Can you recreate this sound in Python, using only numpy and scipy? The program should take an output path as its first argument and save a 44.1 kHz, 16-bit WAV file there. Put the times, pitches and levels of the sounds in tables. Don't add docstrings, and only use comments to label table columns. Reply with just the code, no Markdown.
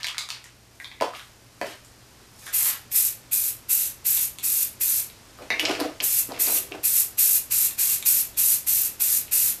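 import sys
import numpy as np
from scipy import signal
from scipy.fft import rfft, irfft, next_fast_len
from scipy.io import wavfile
from scipy.ndimage import map_coordinates

SR = 44100
rng = np.random.default_rng(int(sys.argv[2]) if len(sys.argv) > 2 else 0)


def to_wav(s):
    ch = np.atleast_2d(s).T
    pcm = np.round(np.clip(ch, -1, 1) * 32767)
    wavfile.write(sys.argv[1], SR, pcm.astype(np.int16))


def invert_db(x):
    u = np.asarray(x, float) / 20
    return 10 ** u


N = 423360

# pitch_hz, density_db (per Hz)
FAN_SPECTRUM = [(12, -30), (20, -9.5), (123, -2.5), (145, -9.5), (237, -8.5), (434, -11), (471, -13.5),
                (555, -12.5), (711, -14), (962, -15), (3800, -19.5), (5000, -17.5), (14200, -27)]
# time_s, level_db
FAN_LEVEL = [(0.0, -63.5), (2.27, -59), (5.4, -57), (9.6, -56)]
# pitch_hz, level_db (rms)
HUM = [(58, -66), (120, -60.5)]

# start_s, peak_db, favoured_pitch_hz, ring_s
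KNOCKS = [
    (1.011, -5.5, 607, 0.078),
    (1.022, -6.5, 1000, 0.047),
    (1.614, -9.5, 616, 0.1),
    (5.504, -16, 740, 0.092),
    (6.29, -23, 286, 0.35),
    (6.321, -19, 670, 0.084),
    (6.474, -24, 490, 0.14),
    (6.741, -26, 523, 0.07),
]
# pitch_hz, width_hz, level_db
BENCH_MODES = [(330, 240, -3), (510, 114, 4), (716, 33, 6.5), (726, 44, 6), (920, 90, -4.5),
               (1090, 130, -7.5), (2150, 170, -36), (3200, 450, -17), (4650, 640, -18)]
# pitch_hz, width_hz, level_db
BOARD_MODES = [(190, 130, -15), (275, 74, -2.5), (302, 38, 4), (400, 50, -2), (489, 30, -2), (645, 68, 0),
               (1000, 990, -15)]
# strongest_s, swell_s, die_away_s, board_db, grit_db
DRAGS = [(.003, 0.0034, .05, -71, -39.5), (.335, .005, .12, -69, -48), (.446, .015, .12, -56, -53),
         (1.06, .03, 0.049, -50, -45.5), (1.134, .005, 0.23, -60, -48.5), (1.64, .02, 0.14, -37, -48),
         (1.72, 0.1, 0.043, -60, -46.5), (2.468, 0.024, 0.064, -54, -60), (2.7, 0.29, 0.098, -57, -35),
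         (5.426, 0.063, 0.052, -34, -50.5), (5.6, 0.0055, 0.098, -45, -44), (5.708, .2, 0.14, -23, -31),
         (5.814, .04, 0.15, -23, -35.5), (6.002, .01, 0.17, -38, -42.5), (6.298, .02, 0.068, -29.5, -57),
         (6.345, 0.049, 0.18, -30, -41.5), (6.485, 0.054, 0.21, -28.5, -38), (6.75, 0.067, 0.074, -29, -68)]
# pitch_hz, density_db (per Hz)
GRIT_SPECTRUM = [(500, -6), (1000, 3), (2500, 5), (5000, -2), (9000, -12.5), (14200, -18)]

# start_s, peak_db, lower_band_hz, upper_db, bright_db
RATTLE = [(0.032, -22, 2200, 0, -14), (.0445, -16, 2060, -4.5, -15), (.069, -21, 3150, -17, 2.5),
          (0.076, -30, 2960, 0, -10), (0.0843, -21.5, 3100, -17, -14), (0.096, -27.5, 1300, -7, -15),
          (.1456, -25, 1610, -14, -23), (.17, -29, 1500, -14, -15), (.182, -17, 2540, -1.5, 1.5),
          (.2085, -28, 1110, -4, -15), (.289, -28, 1240, -5, 4.5), (0.3037, -20, 2770, -1.5, -11),
          (.442, -35.5, 1930, -19, 5)]
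# start_s, peak_db, lower_band_hz, upper_db, bright_db
TAPS = [(0.8008, -28, 1840, -13, -10), (.845, -24.5, 2370, -1.5, -30), (.9152, -29.5, 2210, -4, -25),
        (1.003, -26, 2090, -12, -24), (1.0126, -23.5, 1020, -1, -14), (1.136, -27, 1240, -17, -18),
        (1.1498, -29, 2730, -10, -20), (1.1955, -28, 1660, -3.5, -18), (1.6148, -20, 1770, -15, -18),
        (2.467, -27, 1590, -5.5, -15), (2.478, -27, 1570, -4.5, -6)]
# start_s, peak_db, lower_band_hz, upper_db, bright_db
BUMPS = [(5.3878, -35, 1240, -14, -9), (5.5035, -12, 1930, -10.5, -15.5), (5.5957, -8, 2700, -11.5, -18),
         (5.5987, -16.5, 2500, -31, -0.5), (5.6524, -12, 2550, -2.5, -22), (5.6564, -12, 2830, -9.5, -31),
         (5.751, -20.5, 2640, -5, -23), (5.8012, -19.5, 1490, -3, 0), (5.807, -19.5, 1230, -2, -3),
         (6.003, -14, 2730, -13, -18), (6.0078, -20.5, 2870, 1, -23), (6.32, -27.5, 1000, -4, -17),
         (6.468, -19.5, 2470, -1.5, -3), (6.5747, -22, 3020, -11, -3), (6.721, -22.5, 2650, -25, -28)]
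# start_s, peak_db, lower_band_hz, upper_db, bright_db
TICKS = [(1.848, -49.5, 1200, -13, 14), (2.9168, -33, 2160, -3, 8), (3.3143, -37, 2630, -12, 2),
         (4.174, -22.5, 2600, -1.5, -12), (4.3862, -25.5, 2880, -1, 3), (5.1, -36, 2620, -2.5, -6),
         (7.71, -28.5, 2500, -4, -6), (8.0263, -22, 2500, -2, 2), (8.345, -43, 2630, 2, 5),
         (9.281, -35, 2630, -7, -3)]
# upper_band_hz, upper_width_hz, bright_edge_hz, hollow_top_db
CONTACT_KINDS = [
    (3970, 2330, 5700, -9),
    (3380, 1000, 7900, -8.5),
    (4530, 1770, 11000, -15),
    (3580, 1460, 6900, -10),
]

# strongest_s, swell_s, die_away_s, rustle_db
RUSTLE = [(.75, .02, .1, -64), (.804, .01, 0.17, -54), (1.146, .015, 0.27, -50.5), (1.7, .15, 0.082, -49),
          (2.478, .16, .04, -42)]
# pitch_hz, density_db (per Hz)
RUB_SPECTRUM = [(2000, -26), (5000, 0), (9000, 0), (14400, -3.5)]

# start_s, held_s, jet_db, body_db, fade_db (over the stroke)
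STROKES = [(2.536, 0.16, -21, -40.5, 1), (2.918, 0.031, -29, -48, 2), (2.951, 0.13, -18.5, -42.5, -1),
           (3.322, 0.17, -21, -43, -1.5), (3.695, 0.17, -21.5, -43, 0.5), (4.055, 0.19, -21, -42, 0),
           (4.435, .200, -21, -43, 2), (4.81, 0.19, -20.5, -42, 0), (6.030, 0.17, -20.5, -41.5, 2),
           (6.398, 0.18, -19, -38.5, -2), (6.84, 0.17, -19.5, -41, 4.5), (7.185, .181, -16, -39, -1.5),
           (7.512, 0.15, -17.5, -38.5, 0.5), (7.786, 0.16, -18.5, -39, 0), (8.059, 0.15, -16.5, -39, -2),
           (8.376, 0.17, -18, -40.5, 1.5), (8.672, 0.19, -18.5, -41, -2), (9.004, 0.17, -19, -40.5, 2),
           (9.321, 0.18, -18, -40.5, -1.5)]
# pitch_hz, density_db (per Hz)
JET_SPECTRUM = [(180, -43), (300, -36), (512, -27), (602, -31), (1130, -24), (2200, -17), (2670, -12),
                (3040, -18.5), (3820, -14.5), (5280, -12), (7910, -5), (8860, -6), (12900, 1), (14400, -2)]

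# start_s, level_db
HARD_BLOW = (5.504, -24)
# pitch_hz, level_db, t60_s
SHELL_MODES = [(1840, -4, 0.15), (1935, -5, .14), (2160, -3, .15), (2280, -2.5, .14), (2680, -8, .15),
               (3730, -9, .12), (3760, -9, 0.1), (4150, -21, .1), (4220, -10, .1), (5100, -30, .15),
               (5960, -14, .1), (10500, -24, .12)]

# pitch_hz, t60_s
ROOM_DECAY = [(300, 0.23), (1500, 0.32), (5000, 0.3), (14000, 0.23)]
# time_s, level_db
DISTANCE = [(0, 0), (.4, 1.5), (5.5, 0), (5.9, -7), (9.6, 2)]
# delay_s, level_db
WALLS = [(.004, -16.5), (.008, -33), (0.017, -30), (0.025, -47)]

SWELL_DB = 25
CRACK_S, CRACK_DB, SHUT_DB = .012, -4.5, -26
SURGE_S, SURGE_DB, SETTLE_S = 0.011, 2.5, 0.069
SPIT_DB, BODY_SHUT_DB, BODY_FADE = 4.5, -14.5, 0.5
CLOSE_S, CLOSE_DB, BODY_CLOSE_DB = 0.064, -28.5, -12
WHISTLE_HZ, WHISTLE_WIDE_HZ = 2500, 220
WHISTLE_DB, WHISTLE_S = -4, 0.059
TOP_HZ, BEAT_HZ, PEAK = 14210, 48.02, 0.8


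def unit(x):
    return x / np.sqrt(np.mean(x ** 2) + 1e-20)


def along(points, hz):
    f, v = np.transpose(points)
    return np.interp(np.log(hz + 1), np.log(f + 1), v)


def gains(spans, column):
    t = np.arange(0, N, 16) / SR
    coarse = np.zeros(len(t))
    for span in spans:
        columns = np.transpose(span)
        coarse += invert_db(np.interp(t, columns[0], columns[column], left=-150, right=-150))
    return np.interp(np.arange(N) / SR, t, coarse)


def swells(rows, column):
    spans = []
    for row in rows:
        peak_s, level_db = row[0], row[column]
        spans.append([(peak_s - abs(row[1]), level_db - SWELL_DB),
                      (peak_s, level_db),
                      (peak_s + abs(row[2]), level_db - SWELL_DB)])
    return gains(spans, 1)


def wobble(rate_hz):
    knots = rng.standard_normal(int(N * rate_hz / SR) + 4)
    return map_coordinates(knots, [np.arange(N) * rate_hz / SR])


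def filtered(x, response):
    m = next_fast_len(len(x) + SR // 5)
    hz = np.fft.rfftfreq(m, 1 / SR) + 1
    return irfft(rfft(x, m) * response(hz), m)[:len(x)]


def resonances(modes):
    def response(f):
        total = 0
        for k, (centre, width, db) in enumerate(modes):
            total = total + (-1) ** k * invert_db(db) * 1j * f * width / (centre * centre - f * f + 1j * f * width)
        return total
    return response


def band(centre_hz, width_hz):
    return lambda f: resonances([(centre_hz, width_hz, 0)])(f) ** 2


def above(edge_hz):
    return lambda hz: (hz ** 2 / (hz ** 2 - edge_hz ** 2 - 1j * np.sqrt(2) * hz * edge_hz)) ** 2


def noise(spectrum):
    return unit(filtered(rng.standard_normal(N), lambda hz: invert_db(along(spectrum, hz))))


def room_tone():
    t = np.arange(N) / SR
    time_s, level_db = np.transpose(FAN_LEVEL)
    fan = invert_db(np.interp(t, time_s, level_db) + 7.5) * noise(FAN_SPECTRUM)
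    hum = np.zeros(N)
    for hz, db in HUM:
        level = invert_db(db + 2 + 1.3 * wobble(6.0))
        hum += level * np.sin(2 * np.pi * hz * t + 0.53 * wobble(9.5))
    return fan + hum


def drags():
    friction = invert_db(3.7 * wobble(60)) * rng.standard_normal(N)
    rumble = unit(filtered(friction, resonances(BOARD_MODES)))
    grit = unit(invert_db(3.5 * wobble(200)) * noise(GRIT_SPECTRUM))
    grit = invert_db(-0.5) * filtered(grit, above(510))
    return swells(DRAGS, column=3) * invert_db(-5.0) * rumble + swells(DRAGS, column=4) * grit


def clicks():
    out, t = np.zeros(N + SR), np.arange(SR // 10) / SR
    hollow = band(1135, 760)
    for rows, kind in zip((RATTLE, TAPS, BUMPS, TICKS), CONTACT_KINDS):
        high_hz, wide_hz, edge_hz, hollow_db = kind
        high, edge = band(high_hz, wide_hz), band(edge_hz, edge_hz)
        for start_s, db, low_hz, high_db, bright_db in rows:
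            force = invert_db(-25 - 60 * t / .04) * rng.standard_normal(len(t))
            force[0] = 1
            low = band(low_hz, .5 * low_hz)
            low_share = np.sqrt(np.clip(1 - invert_db(high_db) ** 2, .03, 1))

            def shell(f):
                body = low_share * invert_db(3) * low(f) + invert_db(high_db + 3.0) * high(f)
                return body + invert_db(hollow_db) * hollow(f) + invert_db(bright_db - 8) * edge(f)

            out[round(start_s * SR):][:len(t)] += invert_db(db + 23.0) * filtered(force, shell)
    return out[:N]


def rustle():
    return swells(RUSTLE, column=3) * unit(invert_db(4.3 * wobble(150)) * noise(RUB_SPECTRUM))


def knocks():
    out, t = np.zeros(N + SR), np.arange(SR // 3) / SR
    for start_s, db, hz, ring_s in KNOCKS:
        shudder = rng.standard_normal(len(t)) * invert_db(-14.0 - 60 * t / max(ring_s, .01))
        shudder[0] = invert_db(15.5)
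        plate = filtered(shudder, resonances(BENCH_MODES))
        spot = filtered(shudder, resonances([(hz, 160, 4)]))
        out[round(start_s * SR):][:len(t)] += invert_db(db + 7.5) * (plate + spot)
    return out[:N]


def whistle():
    puffs = []
    for start_s, held_s, jet_db, body_db, fade_db in STROKES:
        puffs.append((start_s, CRACK_S, WHISTLE_S * 2, body_db + WHISTLE_DB))
    breath = filtered(rng.standard_normal(N), band(WHISTLE_HZ, WHISTLE_WIDE_HZ))
    return swells(puffs, column=3) * unit(breath)


def stroke(start_s, held_s, jet_db, body_db, fade_db):
    end_s = start_s + held_s
    end_db, body_end_db = jet_db + fade_db, body_db + BODY_FADE * fade_db
    return [(start_s - CRACK_S, jet_db + SHUT_DB, body_db + BODY_SHUT_DB),
            (start_s, jet_db + CRACK_DB, body_db + SPIT_DB),
            (start_s + SURGE_S, jet_db + SURGE_DB, body_db + SURGE_DB),
            (start_s + SETTLE_S, jet_db, body_db),
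            (end_s, end_db, body_end_db),
            (end_s + CLOSE_S, end_db + CLOSE_DB, body_end_db + BODY_CLOSE_DB)]


def jet():
    hiss = noise(JET_SPECTRUM)
    top = filtered(hiss, lambda hz: 1 / (1 + (9000 / hz) ** 4))
    body = filtered(hiss, lambda hz: 1 / (1 + (hz / 4200) ** 4))
    middle = hiss - body - top
    unsteady = invert_db(.7 * wobble(30))
    sputter = unit(invert_db(1.7 * wobble(450) + .7 * wobble(70) + 1.2 * wobble(12)))
    presses = [stroke(*row) for row in STROKES]
    spray = gains(presses, 1) * (middle + sputter * top)
    return unsteady * (spray + gains(presses, 2) * invert_db(18.5) * body)


def hard_blow():
    out, t = np.zeros(N + SR), np.arange(SR // 4) / SR
    start_s, blow_db = HARD_BLOW

    def waver():
        return map_coordinates(rng.standard_normal(64), [t * 150])

    ring = np.zeros(len(t))
    for hz, db, t60_s in SHELL_MODES:
        decay = invert_db(db - 60 * t / t60_s + 3.6 * waver())
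        ring += decay * np.sin(2 * np.pi * hz * t + 1.6 * waver())
    out[round(start_s * SR):][:len(t)] = invert_db(blow_db) * ring
    return out[:N]


def room(near, far):
    out = np.pad(near, (0, SR))
    for delay_s, db in WALLS:
        out[round(delay_s * SR):][:N] += invert_db(db) * near
    step = SR // 6
    for start in range(0, N, step):
        hz, t, z = signal.stft(rng.standard_normal(SR // 3), SR, nperseg=256)
        decay = invert_db(-60 * t / along(ROOM_DECAY, hz)[:, None])
        tail = signal.istft(z * decay, SR, nperseg=256)[1]
        wet = signal.fftconvolve(far[start:start + step], tail / np.linalg.norm(tail))
        out[start + 200:][:len(wet)] += wet
    return out[:N]


def scene():
    bench = filtered(drags() + knocks(), above(142))
    handling = bench + clicks() + rustle() + hard_blow()
    spray = whistle() + jet()
    far = gains([DISTANCE], 1) * handling + invert_db(-5.0) * spray
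    mono = room(handling + spray, far) + room_tone()
    return np.array([mono, mono])


def low_pass(x):
    return signal.sosfilt(signal.butter(12, 15300, fs=SR, output="sos"), x)


def record(dry):
    beat = np.cos(2 * np.pi * BEAT_HZ * np.arange(N) / SR - 2.05)
    treble = filtered(dry[0], lambda hz: (hz / 13000) ** 2.5)
    kept = filtered(dry[0] + .21 * beat * treble, lambda hz: 1 / (1 + (hz / TOP_HZ) ** 700))
    kept = kept / (1 + np.abs(kept / PEAK) ** 4) ** .25
    return low_pass(np.array([kept, kept]))


dry = scene()
out = record(dry)
to_wav(out)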